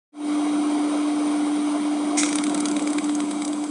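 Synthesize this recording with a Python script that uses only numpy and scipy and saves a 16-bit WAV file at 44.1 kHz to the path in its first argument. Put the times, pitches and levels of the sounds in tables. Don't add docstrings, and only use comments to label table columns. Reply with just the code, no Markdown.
import sys
import numpy as np
from scipy import signal
from scipy.fft import rfft, irfft
from scipy.io import wavfile

SR = 44100
rng = np.random.default_rng(int(sys.argv[2]) if len(sys.argv) > 2 else 0)


def put_to_file(sound):
    columns = np.atleast_2d(sound).T
    safe = np.clip(columns, -1, 1)
    whole_steps = np.round(safe * 32767)
    wavfile.write(sys.argv[1], SR, whole_steps.astype(np.int16))


N = 163170
TIME = np.arange(N) / SR
LASER_ON_S, STROKES_PER_S = 2.169, 100.2

# f/Hz, relative level/dB
AIR_SPECTRUM = [(30, -75), (80, -38.5), (130, -20), (170, -18), (215, -1.5), (320, 3.5), (480, -8),
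                (720, -0.5), (840, -5.5), (1030, -4), (1400, -10), (1750, -22), (2270, -11.5),
                (2650, -23.5), (3200, -17.5), (3850, -19.5), (4300, -22), (5700, -24), (6100, -25.5),
                (6750, -26), (7100, -30), (7450, -23), (8350, -23.5), (9100, -12.5), (9800, -26),
                (10050, -23.5), (10600, -55.5)]
# f/Hz, level/dB before the air gain
MOTOR_TONES = [(199.5, -49), (699.8, -44.5), (2837, -59.5), (3226, -55), (3812, -56), (4797, -60),
               (5949, -60.5), (6051, -61), (6139, -59.5), (6907, -64)]
# t/s, hum level/dB, air gain/dB
FAN_LEVELS = [(.3, -22.5, 0), (1.4, -22.5, 1.03), (2.1, -23.5, -.5), (2.5, -25, -0.5), (3.0, -22.5, -1.5),
              (3.3, -27, -3), (3.7, -25.5, -4.5)]
# t/s, change/share of its amplitude
HUM_WOBBLES = [(2.237, 0.26), (2.275, -0.38), (2.325, -0.25), (2.357, 0.23), (2.405, -0.15), (2.472, 0.28),
               (2.578, 0.6), (2.625, -0.11), (2.688, -0.64), (2.772, 0.48), (2.803, -1.06), (2.878, 0.22),
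               (2.937, -0.63), (3.017, -1.07), (3.454, -0.48), (3.673, -0.74)]
# f/Hz, relative level/dB
RUMBLE_SPECTRUM = [(25, -36), (80, -34), (130, -21.5), (185, 2), (225, 3), (280, 5.5), (345, 8),
                   (420, -18.5), (900, -42.5)]
# f/Hz, relative level/dB
BURST_SPECTRUM = [(100, -37), (400, -23), (1850, -12), (2100, -0.5), (2380, -1), (2620, -16), (3400, -6.5),
                  (4350, -10.5), (5200, -5.5), (5850, 2), (6200, -3), (6700, 1.5), (7200, -5), (7600, -2),
                  (9100, -0.5), (9900, -13), (11400, -36)]
# t/s, relative crack level/dB, relative sizzle level/dB
DIRT_SNAPS = [(2.2336, -21, -27), (2.262, -29.5, -33), (2.2906, -28.5, -31), (2.329, -27, -30),
              (2.3562, -27.5, -24), (2.386, -22, -30), (2.439, -25.5, -27.5), (2.4677, -32, -34.5),
              (2.4966, -32.5, -33.5), (2.5482, -26, -31), (2.5773, -31, -33), (2.6061, -36.5, -26.5),
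              (2.6582, -26, -28.5), (2.6843, -32, -32), (2.7144, -36, -32), (2.766, -28, -32),
              (2.795, -33, -34), (2.8238, -40, -34), (2.8744, -31, -32), (2.904, -41, -33),
              (2.9327, -34, -29.5), (2.9842, -27.5, -30), (3.043, -40, -31.5), (3.0948, -30, -37.5),
              (3.151, -39, -31), (3.204, -31.5, -33.5), (3.313, -31.5, -32.5), (3.421, -30, -36),
              (3.4512, -37, -30), (3.4792, -44, -32.5), (3.5313, -35, -36), (3.6401, -36, -34.5)]
# f/Hz, relative level/dB
CRACK_SPECTRUM = [(60, -26), (380, 4.5), (1250, 5.5), (1850, -1.5), (2280, 7.5), (2800, -7), (3350, 3.5),
                  (3880, 5), (4280, -8), (4650, -3.5), (5300, -4.5), (6500, -25)]
# f/Hz, relative level/dB
SIZZLE_SPECTRUM = [(3000, -24), (5000, -0.5), (5500, -16.5), (5950, 3.5), (6180, -13), (6470, 6),
                   (6950, -12), (7350, -1.5), (8000, -1), (8300, -1.5), (9350, 4), (10200, -6.5),
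                   (11000, -36), (12000, -57)]
# t/s, level/dB, centre f/Hz before colouring
SPARK_TICKS = [(2.235, -16.5, 1470), (2.3574, -18, 9800), (2.3867, -20, 750), (2.5462, -17, 8000),
               (2.6027, -23.5, 7500), (2.6561, -16.5, 5300), (2.686, -23, 6500), (2.7149, -30, 7000),
               (2.8758, -28, 5000), (2.9868, -19, 2820), (3.1522, -22, 9200), (3.2035, -30, 2800),
               (3.3106, -26.5, 8000), (3.4492, -23.5, 4500), (3.4788, -28, 4000)]


def amp(db):
    return 10 ** (np.asarray(db) / 20)


def unit(x):
    return x / np.sqrt(np.mean(x ** 2) + 1e-20)


def colour(x, spectrum):
    hz, db = np.transpose(spectrum)
    f = abs(np.fft.fftfreq(8192, 1 / SR))
    rolloff_db = 60 * np.log2(np.maximum(f / hz[-1], 1))
    shape_db = np.interp(np.log(f + 1), np.log(hz), db) - rolloff_db
    gain = unit(amp(np.maximum(shape_db, -90)))
    minimum_phase = np.exp(np.conj(signal.hilbert(np.log(gain))))
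    taps = np.fft.ifft(minimum_phase).real
    return signal.fftconvolve(x, taps[:len(taps) // 2])[:N]


def drift(rate_hz):
    lowpass = 1 / (1 + (np.fft.rfftfreq(N, 1 / SR) / rate_hz) ** 2)
    return unit(irfft(rfft(rng.standard_normal(N)) * lowpass, N))


def grains(per_s=16000, spread_db=2):
    size = amp(spread_db * rng.standard_normal(N)) * rng.choice([-1, 1], N)
    return unit(size * (rng.random(N) < per_s / SR))


def patchy(x, patch_hz=70, patch_s=0.0099):
    hz, t, bins = signal.stft(x, SR, nperseg=1024, noverlap=768)
    across = np.fft.fftfreq(len(hz), hz[1])[:, None] * patch_hz
    along = np.fft.fftfreq(len(t), t[1]) * patch_s
    blur = np.exp(-2 * np.pi ** 2 * (across ** 2 + along ** 2))
    patches = unit(np.fft.ifft2(np.fft.fft2(rng.standard_normal(bins.shape)) * blur).real)
    depth_db = 2.5 / np.hypot(1, hz[:, None] / 2500)
    return unit(signal.istft(bins * amp(depth_db * patches), nperseg=1024, noverlap=768)[1][:N])


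def room(x, t60_s=0.05, first_echo_s=0.004, level_db=-15):
    t = TIME[:SR // 2]
    echoes = rng.standard_normal(len(t)) * (rng.random(len(t)) < 0.1)
    taps = echoes * (t > first_echo_s) * amp(-60 * t / t60_s)
    return amp(level_db) * signal.fftconvolve(x, taps / np.linalg.norm(taps))[:N]


def blade_hum(hz=296.2, wander_hz=0.41, wobble_s=0.011):
    turns = np.cumsum(hz + wander_hz * drift(rate_hz=3.4)) / SR
    hum = np.sqrt(2) * np.sin(2 * np.pi * turns) * (1 + 0.035 * drift(rate_hz=9.8))
    firing = np.clip((TIME - LASER_ON_S) / wobble_s, 0, 1)
    hum *= 1 + 0.13 * firing * drift(rate_hz=23)
    for at, change in HUM_WOBBLES:
        hum *= 1 + change * np.exp(-((TIME - at) / wobble_s) ** 2)
    return hum


def fan():
    hum = blade_hum()
    rush_db = -32 + 0.55 * drift(rate_hz=24)
    air = amp(rush_db) * colour(patchy(rng.standard_normal(N)), AIR_SPECTRUM)
    tones = np.zeros(N)
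    for hz, db in MOTOR_TONES:
        turns = np.cumsum(hz * (1 + 0.00141 * drift(rate_hz=11.6))) / SR
        flutter = 1 + 0.35 * drift(rate_hz=11)
        tones += amp(db) * unit(np.sin(2 * np.pi * turns) * flutter)
    t, hum_db, air_db = np.transpose(FAN_LEVELS)
    return hum * amp(np.interp(TIME, t, hum_db)) + (air + tones) * amp(np.interp(TIME, t, air_db))


def scan_head(settle_db_per_s=2.5, drone_hz=201, drone_db=-45.5):
    settled_db = settle_db_per_s * np.maximum(TIME - LASER_ON_S, 0)
    rumble_db = -35 - settled_db + 2 * drift(rate_hz=5)
    rumble = amp(rumble_db) * colour(rng.standard_normal(N), RUMBLE_SPECTRUM)
    drone = amp(drone_db) * unit(np.sin(2 * np.pi * drone_hz * TIME + 0.5 * drift(rate_hz=6.6)))
    return rumble + drone * (1 + 0.35 * drift(rate_hz=6.5))


def mirrors(level_db=-45, chirp_s=0.0015, glide_hz_per_s=380000, echo_s=0.0036, jitter_s=0.0003):
    out = np.zeros(N)
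    loudest_s = np.array(DIRT_SNAPS)[:, 0] + 0.0022
    for at in np.arange(LASER_ON_S, N / SR, 1 / STROKES_PER_S):
        detune, stroke_db, late, direction = rng.standard_normal(4)
        hz = 7910 + 180 * detune
        gap_s = abs(at - loudest_s).min()
        strength = amp(stroke_db) * (0.7 + np.exp(-(gap_s / 0.0057) ** 2))
        near = abs(TIME - at) < 0.01
        for delay in 0, echo_s:
            age = TIME[near] - at - delay - jitter_s * late
            turns = hz * age + np.sign(direction) * glide_hz_per_s * age ** 2 / 2
            out[near] += strength * np.exp(-(age / chirp_s) ** 2) * np.sin(2 * np.pi * turns)
    return amp(level_db) * out / np.std(out[TIME > LASER_ON_S])


def coating_burst(gain_db=-23.5, rise_s=0.009, hold_s=0.029, repeat_share=0.15):
    age = np.maximum(TIME - LASER_ON_S, 0)
    flare = amp(-323 * np.maximum(age - hold_s, 0))
    tail = amp(1 - 96 * age)
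    envelope = np.minimum(age / rise_s, 1) * np.hypot(flare, tail)
    period = round(SR / STROKES_PER_S)
    stroke = unit(irfft(np.exp(2j * np.pi * rng.random(period // 2 + 1)), period))
    pops = np.sqrt(repeat_share) * np.resize(stroke, N) + np.sqrt(1 - repeat_share) * grains()
    return amp(gain_db) * colour(pops * envelope, BURST_SPECTRUM)


def swell(age, rise_s, fall_s):
    return np.exp(np.minimum(age / rise_s, -age / fall_s))


def dirt_snaps(running, fry_db=-49.5, crack_gain_db=5.5, sizzle_gain_db=4.5):
    crack_power, sizzle_power = np.zeros(N), running * amp(fry_db) ** 2
    for at, crack_db, sizzle_db in DIRT_SNAPS:
        near = abs(TIME - at) < 0.05
        age = TIME[near] - at
        core = swell(age, rise_s=0.0005, fall_s=0.0017)
        skirt = 0.26 * swell(age, rise_s=0.0038, fall_s=0.006)
        power = core ** 2 + skirt ** 2
        crack_power[near] += power * amp(crack_db + crack_gain_db) ** 2
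        sizzle_power[near] += power * amp(sizzle_db + sizzle_gain_db) ** 2
    crack = colour(grains() * np.sqrt(crack_power), CRACK_SPECTRUM)
    sizzle = colour(grains() * np.sqrt(sizzle_power), SIZZLE_SPECTRUM)
    return crack + sizzle


def sparks(tick_s=0.00028, width_octaves=0.8):
    out = np.zeros(N)
    age = TIME[:512] - TIME[256]
    f = np.fft.rfftfreq(len(age), 1 / SR)
    for at, db, hz in SPARK_TICKS:
        band = np.exp(-(np.log2((f + 1) / hz) / width_octaves) ** 2)
        noise = irfft(band * np.exp(2j * np.pi * rng.random(len(band))))
        tick = noise * swell(age, tick_s, tick_s)
        ring = colour(tick, CRACK_SPECTRUM) + colour(tick, SIZZLE_SPECTRUM)
        ring *= np.sqrt(2 * tick_s * SR / np.sum(ring ** 2))
        start = round((at + age[0]) * SR)
        out[start:start + len(ring)] += amp(db) * ring
    return out


def scene():
    running = np.clip((TIME - LASER_ON_S) / 0.04, 0, 1)
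    laser = coating_burst() + dirt_snaps(running) + sparks() + mirrors()
    return (fan() + running * scan_head() + laser + room(laser))[None]


def record(dry):
    silent_until_s, full_at_s, cutoff_hz = 0.12, 0.31, 11100
    fade = np.clip((TIME - silent_until_s) / (full_at_s - silent_until_s), 0, 1) ** 1.37
    lowpass = signal.firwin(255, cutoff_hz, window=("kaiser", 9), fs=SR)
    return signal.oaconvolve(dry * fade, lowpass[None], "same")


dry = scene()
out = record(dry)
put_to_file(out)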